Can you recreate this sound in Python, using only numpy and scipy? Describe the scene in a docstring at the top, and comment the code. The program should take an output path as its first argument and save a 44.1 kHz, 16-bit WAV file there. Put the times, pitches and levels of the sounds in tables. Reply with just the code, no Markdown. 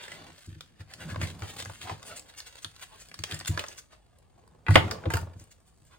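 """Close to a phone, in a quiet room, gritty potting mix slides off a plastic scoop into a small pot.
The grit hisses, then crunches and snaps as the scoop presses it; each shove thumps through the table.
After a lull the scoop drops on a plastic tray, clacks and rocks there, and a few last grains stir.
The hiss and crunches are shaped noise, the thumps are ringing modes, the clacks are both.
The tub, the tray rim and the room answer briefly, over a faint room tone."""
import sys
import numpy as np
from scipy import signal
from scipy.fft import rfft, irfft, next_fast_len
from scipy.io import wavfile
from scipy.ndimage import uniform_filter1d, map_coordinates

SR = 44100
rng = np.random.default_rng(int(sys.argv[2]) if len(sys.argv) > 2 else 0)


def put_to_file(sound):
    """Save the sound as 16-bit audio at rate SR, in the file named by the first command-line argument."""
    columns = np.atleast_2d(sound).T  # one column per channel
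    safe = np.clip(columns, -1, 1)
    whole_steps = np.round(safe * 32767)
    wavfile.write(sys.argv[1], SR, whole_steps.astype(np.int16))


N = 263786  # length in samples, about 6 s


def amp(db):
    """Gain of a level in dB."""
    return 10 ** (np.asarray(db) / 20)


def unit(x):
    """x at rms 1."""
    return x / np.sqrt(np.mean(x ** 2) + 1e-20)


def along(points, hz):
    """Values at hz from (f/Hz, value) points joined on a log frequency axis."""
    f, value = np.transpose(points)
    return np.interp(np.log(hz + 1), np.log(f + 1), value)


def filtered(x, response):
    """x times a complex response of frequency."""
    n = x.shape[-1]
    padded = next_fast_len(n + 4096)
    spectrum = rfft(x, padded) * response(np.fft.rfftfreq(padded, 1 / SR))
    return irfft(spectrum, padded)[..., :n]


def resonance(f, hz, width):
    """One causal resonance of peak gain 1, width in Hz."""
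    return 1j * f * width / (hz * hz - f * f + 1j * f * width)


def ringing(modes, push, scatter_db):
    """Decaying modes (f/Hz, level/dB, t60/s), levels scattered at random, eased in over push seconds."""
    t = np.arange(SR // 3) / SR
    ring = np.zeros(len(t))
    for hz, db, t60 in modes:
        mode_db = db + scatter_db * rng.standard_normal()
        ring += amp(mode_db - 60 * t / t60) * np.sin(2 * np.pi * hz * t)
    return ring * (1 - np.exp(-t / max(push, 1e-4)))


# Sliding mix: t/s, flow level/dB, dull peat over the flow/dB, fine sand over the flow/dB, table rumble level/dB
SLIDE_COURSE = [(0.0, -50, -8.5, -25, -66), (0.25, -60, 0.5, -7, -51), (0.42, -59.5, -14, -2, -71),
                (0.7, -72.5, -14, -7.5, -63), (0.9, -70.5, 3, -7, -67), (1.06, -73, 0, 10, -43.5),
                (1.2, -66, 1.5, -1.5, -43.5), (1.53, -55.5, 0.5, 1, -53.5),
                (1.75, -55.5, -15.5, -0.5, -58.5), (2.1, -63, 5.5, -6, -58), (2.5, -62, -9, -3.5, -87),
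                (3.1, -66, -7.5, 0.5, -64), (3.38, -55, -12.5, -7, -58.5), (3.71, -59, -5.5, 0, -64),
                (3.88, -75, 0.5, -4.5, -80), (4.66, -81, 10.5, -3, -60.5), (4.851, -50, 9.5, -19, -36),
                (5.01, -65, 10.5, -14, -46), (5.209, -76, 20.5, -5.5, -46), (5.48, -73.5, 1.5, -1, -70.5),
                (5.98, -85, 6, 8, -68)]
# Table top modes, also struck in thumps(): f/Hz, level/dB, t60/s
TABLE_MODES = [(89.5, -4, 0.24), (100.46, 2.5, 0.15), (152.9, 0, 0.19), (230, -1, 0.072),
               (321.5, -0.5, 0.08)]


def slide():
    """The mix slides and trickles close by; the same motion rumbles in the table's three lowest modes."""
    t, *courses = np.transpose(SLIDE_COURSE)
    flow_db, peat_db, sand_db, rumble_db = [np.interp(np.arange(N) / SR, t, c) for c in courses]
    dull, grit, sand = grit_stream(spiky_db=4.0, clump_db=3.0)
    hiss = amp(flow_db) * (grit + amp(peat_db) * dull + amp(sand_db) * sand)

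    def table(f):
        return sum(amp(db) * resonance(f, hz, 5 / t60) for hz, db, t60 in TABLE_MODES[:3])

    rumble = unit(filtered(rng.standard_normal(N), table))
    return hiss, amp(rumble_db) * rumble


# Resonances of the plastic scoop: f/Hz, width/Hz, level/dB
SCOOP_MODES = [(740, 190, -14), (1560, 600, -16), (2800, 85, -2), (3470, 340, -4), (4644, 400, -4),
               (6480, 170, 1.5), (8060, 770, -12.5)]
# Spectra of dull peat, grit and fine sand, also heard in ticks(): f/Hz, level/dB
PEAT_TONE = [(120, -40.5), (250, -5.5), (600, 0), (1100, -5), (1800, -18.5), (4000, -66.5)]
GRIT_TONE = [(500, -38), (1000, -7), (1500, 3), (3000, 1), (4500, -1.5), (6500, -11.5), (12000, -63)]
SAND_TONE = [(2500, -54), (4300, -6), (5500, -6.5), (8000, -5), (10500, -5.5), (13000, -6.5), (17000, -18)]
MIX_TONES = (PEAT_TONE, GRIT_TONE, SAND_TONE)


def grit_stream(spiky_db, clump_db):
    """Dull, gritty and sandy parts (rms 1) of a dense stream of tiny unequal impacts that come in clumps."""
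    clumps = map_coordinates(rng.standard_normal(N // 256 + 4), [np.arange(N) / 256])
    spikes = uniform_filter1d(rng.exponential(size=N) ** 2, size=24)
    shared = amp(clump_db * clumps + spiky_db * spikes)
    impacts = shared * rng.standard_normal((3, N))

    def shell(f):
        return 1.2 + sum(amp(db) * resonance(f, hz, width) for hz, width, db in SCOOP_MODES)

    return [unit(filtered(x, lambda f: shell(f) * amp(along(tone, f))))
            for x, tone in zip(impacts, MIX_TONES)]


def by_size(rule, hz):
    """Level in dB for a grain ringing at hz, from a rule (dB at 3 kHz, dB per octave)."""
    return rule[0] + rule[1] * np.log2(hz / 3000)


# Smaller grains ring higher and carry less dull and more bright sound: dB at 3 kHz, dB per octave
CRUNCH_DULL, CRUNCH_BRIGHT = (-10, -5), (-2, 3.8)
# Crunches and scrapes of grit under the scoop or fingers:
# centre t/s, relative level/dB, ring f/Hz, spread of the swell/s (at least 2 ms is played)
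CRUNCH_EVENTS = [(0.037, -49, 3150, 0.023), (0.128, -47.5, 1960, 0.033), (0.2, -55.5, 610, 0.025),
                 (0.29, -57.5, 684, 0.016), (0.809, -49.5, 1554, .009), (0.9135, -52.5, 1770, 0.016),
                 (1.021, -44.5, 1587, 0.02095), (1.106, -42, 1500, 0.016), (1.2309, -35, 2130, 0.014),
                 (1.2875, -47.5, 3560, 0.019), (1.441, -46, 1080, 0.012), (1.493, -44.5, 3330, .017),
                 (1.599, -36.5, 3480, 0.012), (1.8313, -43.5, 3290, 0.014), (1.9016, -42, 850, 0.031),
                 (2.076, -48.5, 8600, 0.0157), (2.122, -46, 1370, 0.019), (2.1727, -44.5, 8200, 0.0097),
                 (2.2957, -51, 3880, .008), (2.388, -44, 6220, 0.0115), (2.4736, -45, 3970, 0.0085),
                 (2.5854, -49, 3660, 0.0058), (2.6308, -51.5, 8200, 0.0066), (2.828, -42, 3050, 0.011),
                 (2.94, -55, 1010, 0.026), (3.014, -51.5, 6200, 0.015), (3.3287, -41.5, 1760, 0.032),
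                 (3.479, -30.5, 6760, 0.00492), (3.5424, -49, 910, 0.023), (3.607, -44, 1200, 0.019),
                 (3.7245, -50, 2670, 0.0099), (3.7866, -45.5, 6360, 0.0088), (3.931, -55.5, 1180, 0.015),
                 (4.724, -40.5, 1890, 0.023), (4.75, -32, 2190, 0.0056), (5.121, -42.5, 1340, 0.011),
                 (5.19, -54, 1430, 0.03), (5.338, -56.5, 1600, 0.0036), (5.4075, -61.5, 6718, 0.022),
                 (5.519, -55.5, 6740, 0.0072), (5.682, -68.5, 8000, .015), (5.8728, -67, 7493, 0.011),
                 (5.9345, -59, 1114, 0.021)]


def crunches():
    """A press crushes many grains: the burst swells and fades and rings one resonance of the scoop or pot."""
    out, t = np.zeros(N), np.arange(N) / SR
    dull, grit, sand = grit_stream(spiky_db=2.5, clump_db=1.0)
    for s, db, hz, spread in CRUNCH_EVENTS:
        dull_db, bright_db = by_size(CRUNCH_DULL, hz), by_size(CRUNCH_BRIGHT, hz)
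        at = slice(max(round((s - .15) * SR), 0), round((s + .15) * SR))
        swell = np.exp(-.5 * ((t[at] - s) / max(spread, .002)) ** 2)
        ring = unit(filtered(rng.standard_normal(len(swell)), lambda f: resonance(f, hz, 0.16 * hz)))
        ring_db = -2.0 + bright_db * (hz > 5000)  # only high rings follow the grain size
        burst = grit[at] + amp(ring_db) * ring + amp(dull_db) * dull[at] + amp(bright_db) * sand[at]
        out[at] += amp(db - 5) * swell * burst
    return out


# Dull and bright sound by grain size: dB at 3 kHz, dB per octave
TICK_DULL, TICK_BRIGHT = (-9.5, -8.5), (-5, 7.3)
# Single grains that snap or hit the plastic: t/s, relative level/dB, ring f/Hz
TICK_EVENTS = [(0.081, -38.5, 1722), (0.1184, -34.5, 2100), (0.4628, -55, 8600), (0.608, -35.5, 3350),
               (0.9371, -36.5, 4750), (1.1012, -42.5, 1410), (1.1451, -40, 1090), (1.1597, -33.5, 1000),
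               (1.2151, -27, 1720), (1.273, -37, 3720), (1.302, -41.5, 4000), (1.421, -33.5, 1510),
               (1.6242, -33.5, 3600), (1.657, -36, 1650), (1.6976, -38.5, 975), (1.815, -35.5, 2840),
               (1.8727, -40, 1490), (1.896, -30.5, 1000), (2.029, -39.5, 3480), (2.1949, -42.5, 7460),
               (2.4027, -35.5, 4350), (2.646, -27.5, 3540), (2.7633, -45.5, 4140), (3.115, -42.5, 2077),
               (3.142, -37, 4000), (3.1903, -36, 4450), (3.2374, -23.5, 3344), (3.312, -29.5, 3330),
               (3.3215, -30, 3330), (3.3443, -37, 7400), (3.391, -41.5, 7890), (3.4007, -37, 4570),
               (3.41, -35, 1660), (3.4488, -38, 2910), (3.4581, -33, 3720), (3.5755, -24.5, 1394),
               (3.5937, -23.5, 2470), (3.6395, -31, 1320), (3.6639, -42.5, 3020), (3.6842, -39, 6210),
               (4.186, -63.5, 8650), (5.3975, -50.5, 6417), (5.44, -57.5, 8420)]


def ticks():
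    """One grain: a snap of a millisecond or two with a faint scatter of crumbs after it."""
    out, t = np.zeros(N + SR), np.arange(2048) / SR
    lead = 256  # samples of silence ahead, for the filters
    shape = np.pad(np.exp(-t / .0012) + .12 * np.exp(-t / .01), (lead, 0))
    for s, db, hz in TICK_EVENTS:
        dull_db, bright_db = by_size(TICK_DULL, hz), by_size(TICK_BRIGHT, hz)
        snap = shape * rng.standard_normal(len(shape))
        dull, grit, sand = [unit(filtered(snap, lambda f: amp(along(tone, f)))) for tone in MIX_TONES]
        ring = unit(filtered(snap, lambda f: resonance(f, hz, 0.14 * hz)))
        ring_db = bright_db * (hz > 5000)
        grain = grit + amp(ring_db) * ring + amp(dull_db) * dull + amp(bright_db) * sand
        out[round(s * SR) - lead:][:len(snap)] += amp(db - 21) * grain
    return out[:N]


# Scoop landing and rocking on the tray: t/s, relative level/dB, bright part/dB, scoop note f/Hz
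KNOCK_EVENTS = [(4.6658, -25.5, -26, 2522), (4.6831, -19, -21, 1344), (4.7068, -24.5, -9, 600),
                (4.7563, 5, -23.5, 537), (4.776, -21.5, -21.5, 547), (4.8792, -35.5, -10, 800),
                (4.9113, -22, -5, 4800), (5.0367, -38.5, -30, 1420), (5.0558, -26.5, -24, 534),
                (5.1029, -23, -10.5, 1432), (5.1372, -17, -5.5, 1500), (5.1543, -27, -7.5, 1370),
                (5.1698, -24.5, -2.5, 1420), (5.2133, -45.5, 3, 737)]
# Plastic tray modes: f/Hz, level/dB, t60/s
TRAY_MODES = [(334, -8, 0.017), (550, 1.5, 0.017), (744, -13.5, 0.098), (906, -7.5, 0.076),
              (1085, -0.5, 0.022), (1473, -7, 0.074), (1620, 5, 0.02), (1980, 3.5, 0.025), (2456, 0.5, .03),
              (2666, -6.5, .03), (4200, -20.5, 0.02), (4720, -11, .03), (4810, -3.5, 0.039)]


def knocks():
    """The scoop clacks on the tray: a dry crack, the scoop's own note and a short rattle in the tray's modes."""
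    out, lead = np.zeros(N + SR), 256  # lead: samples of silence ahead, for the filters
    for s, db, bright_db, hz in KNOCK_EVENTS:
        ring = ringing(TRAY_MODES, push=.0004, scatter_db=2)
        t = np.arange(len(ring)) / SR
        # the light scoop chatters before it rests
        rattle = amp(-60 * t[:1000] / .012) * rng.standard_normal(1000)
        rattle /= np.linalg.norm(rattle)
        ring = amp(-5.5) * signal.fftconvolve(ring, rattle)[:len(t)]
        crack_fade = amp(-60 * t / 0.013) + 0.17 * amp(-60 * t / 0.12)
        crack = 2.18 * crack_fade * rng.standard_normal(len(t))
        note = amp(10.0) * filtered(crack, lambda f: resonance(f, hz, 0.13 * hz))
        # tone of the blow: f/Hz, level/dB
        hardness = [(200, -6), (400, 3), (1000, 3), (1500, 1), (4000, -7),
                    (6000, bright_db), (16000, bright_db - 8.5)]
        blow = filtered(np.pad(ring + crack + note, (lead, 0)), lambda f: amp(along(hardness, f)))
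        out[round(s * SR) - lead:][:len(blow)] += amp(db - 6) * blow
    return out[:N]


# Higher table modes: level/dB in a -30 dB thump, and their dB growth per dB of thump (slower than the thump)
UPPER_DB, UPPER_GROWS = -8.5, .75
# Thumps that shake the table: t/s, relative level/dB
THUMP_EVENTS = [(0.479, -32.5), (0.52, -35.5), (0.559, -43), (0.802, -37), (1.059, -36), (1.12, -30),
                (1.168, -29), (1.198, -29), (1.224, -21), (1.271, -42), (1.421, -30.5), (1.623, -40),
                (1.666, -35), (1.696, -41.5), (1.843, -37), (1.914, -34), (2.655, -45.5), (3.194, -35),
                (3.327, -32.5), (3.496, -17.5), (3.541, -32), (4.694, -9.5), (4.714, -16.5), (4.769, -8.5),
                (4.848, -24), (5.068, -16.5), (5.143, -15), (5.225, -30), (5.27, -36.5), (5.359, -38),
                (5.409, -43.5), (5.814, -54.5)]


def thumps():
    """The table top's two lowest modes beat, so a thump holds for a few cycles and then falls away."""
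    out = np.zeros(N + SR)
    for s, db in THUMP_EVENTS:
        low = ringing(TABLE_MODES[:2], push=0.0083, scatter_db=2.0)
        upper = ringing(TABLE_MODES[2:], push=0.0079, scatter_db=4.0)
        upper_db = UPPER_DB + (UPPER_GROWS - 1) * (db + 30)
        start = round((s - .004) * SR)  # the push begins 4 ms ahead
        out[start:][:len(low)] += amp(db + 1.0) * (low + amp(upper_db) * upper)
    return out[:N]


# Decay of the room around the table: f/Hz, t60/s
ROOM_DECAY = [(100, 0.39), (600, 0.24), (3000, 0.21), (10000, 0.22)]
# Decay off the tub, tray rim and hands close by: f/Hz, t60/s
NEARBY_DECAY = [(100, 0.064), (2000, .016), (10000, 0.0032)]


def room(x, decay, count):
    """Diffuse answer, unlike at the two ports, redrawn at random count times a second."""
    out, step = np.zeros((2, N + 2 * SR)), SR // count
    for at in range(0, N, step):
        hz, t, z = signal.stft(rng.standard_normal((2, SR // 4)), SR, nperseg=128)
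        fade = amp(-60 * t / along(decay, hz)[:, None])
        tail = signal.istft(z * fade, SR, nperseg=128)[1]
        tail /= np.linalg.norm(tail[0])
        wet = signal.fftconvolve(x[None, at:at + step], tail, axes=1)
        out[:, at + 64:][:, :wet.shape[1]] += wet
    return out[:, :N]


# Spectrum of room and microphone noise: f/Hz, level/dB
AIR_TONE = [(25, -14.5), (50, 7), (110, 0), (260, -14.5), (520, -19.5), (1300, -27.5), (4000, -34.5),
            (6000, -38), (8600, -31), (13000, -37.5), (16400, -49)]


def air():
    """Faint room tone: a common and an opposed noise, the opposed one strongest against it near 500 Hz."""
    mid, side = rng.standard_normal((2, N))
    side_over_mid = [(60, -5.5), (500, 5), (4000, -8.0)]  # f/Hz, level/dB
    mid = filtered(mid, lambda f: amp(along(AIR_TONE, f)))
    side = filtered(side, lambda f: amp(along(AIR_TONE, f) + along(side_over_mid, f)))
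    return amp(-63.5) * unit(np.array([mid + side, mid - side]))


def scene():
    """Near sounds reach the left port a little early; the table shakes both ports alike."""
    hiss, rumble = slide()
    near = hiss + crunches() + ticks() + knocks()
    near_right = np.pad(near, (3, 0))[:N]  # three samples later
    direct = amp(-0.5) * np.array([near, near_right])
    nearby = amp(-3.5) * room(near, NEARBY_DECAY, count=12)
    answer = amp(-6.5) * room(near, ROOM_DECAY, count=12)
    # little deep bass gets up the stand
    table = filtered(rumble + thumps(), lambda f: (1j * f / (40 + 1j * f)) ** 2)
    boom = amp(-16) * room(table, ROOM_DECAY, count=2)
    return direct + nearby + answer + table + boom + air()


# Treble phase between the phone's ports: f/Hz, phase by which left leads right/rad
PORT_PHASE = [(6000, 2.4), (8600, 0), (10000, -1.2), (11200, -3), (13000, -3.3), (15000, -6.2),
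              (16500, -6.4)]


def record(dry):
    """The phone builds its treble from the left port, turned in phase between the sides; loud peaks clip."""
    def treble(f):
        return np.clip((f - 5500) / 2000, 0, 1)

    def turned(f):
        return np.sqrt(treble(f)) * np.exp(.5j * np.outer([1, -1], along(PORT_PHASE, f)))

    low = filtered(dry, lambda f: np.sqrt(1 - treble(f)))
    high = filtered(dry[0], turned)
    both = low + high
    clipped = both / (1 + np.abs(both / .99) ** 10) ** (1 / 10)
    return filtered(clipped, lambda f: f < 16150)  # nothing above 16150 Hz


dry = scene()
out = record(dry)
put_to_file(out)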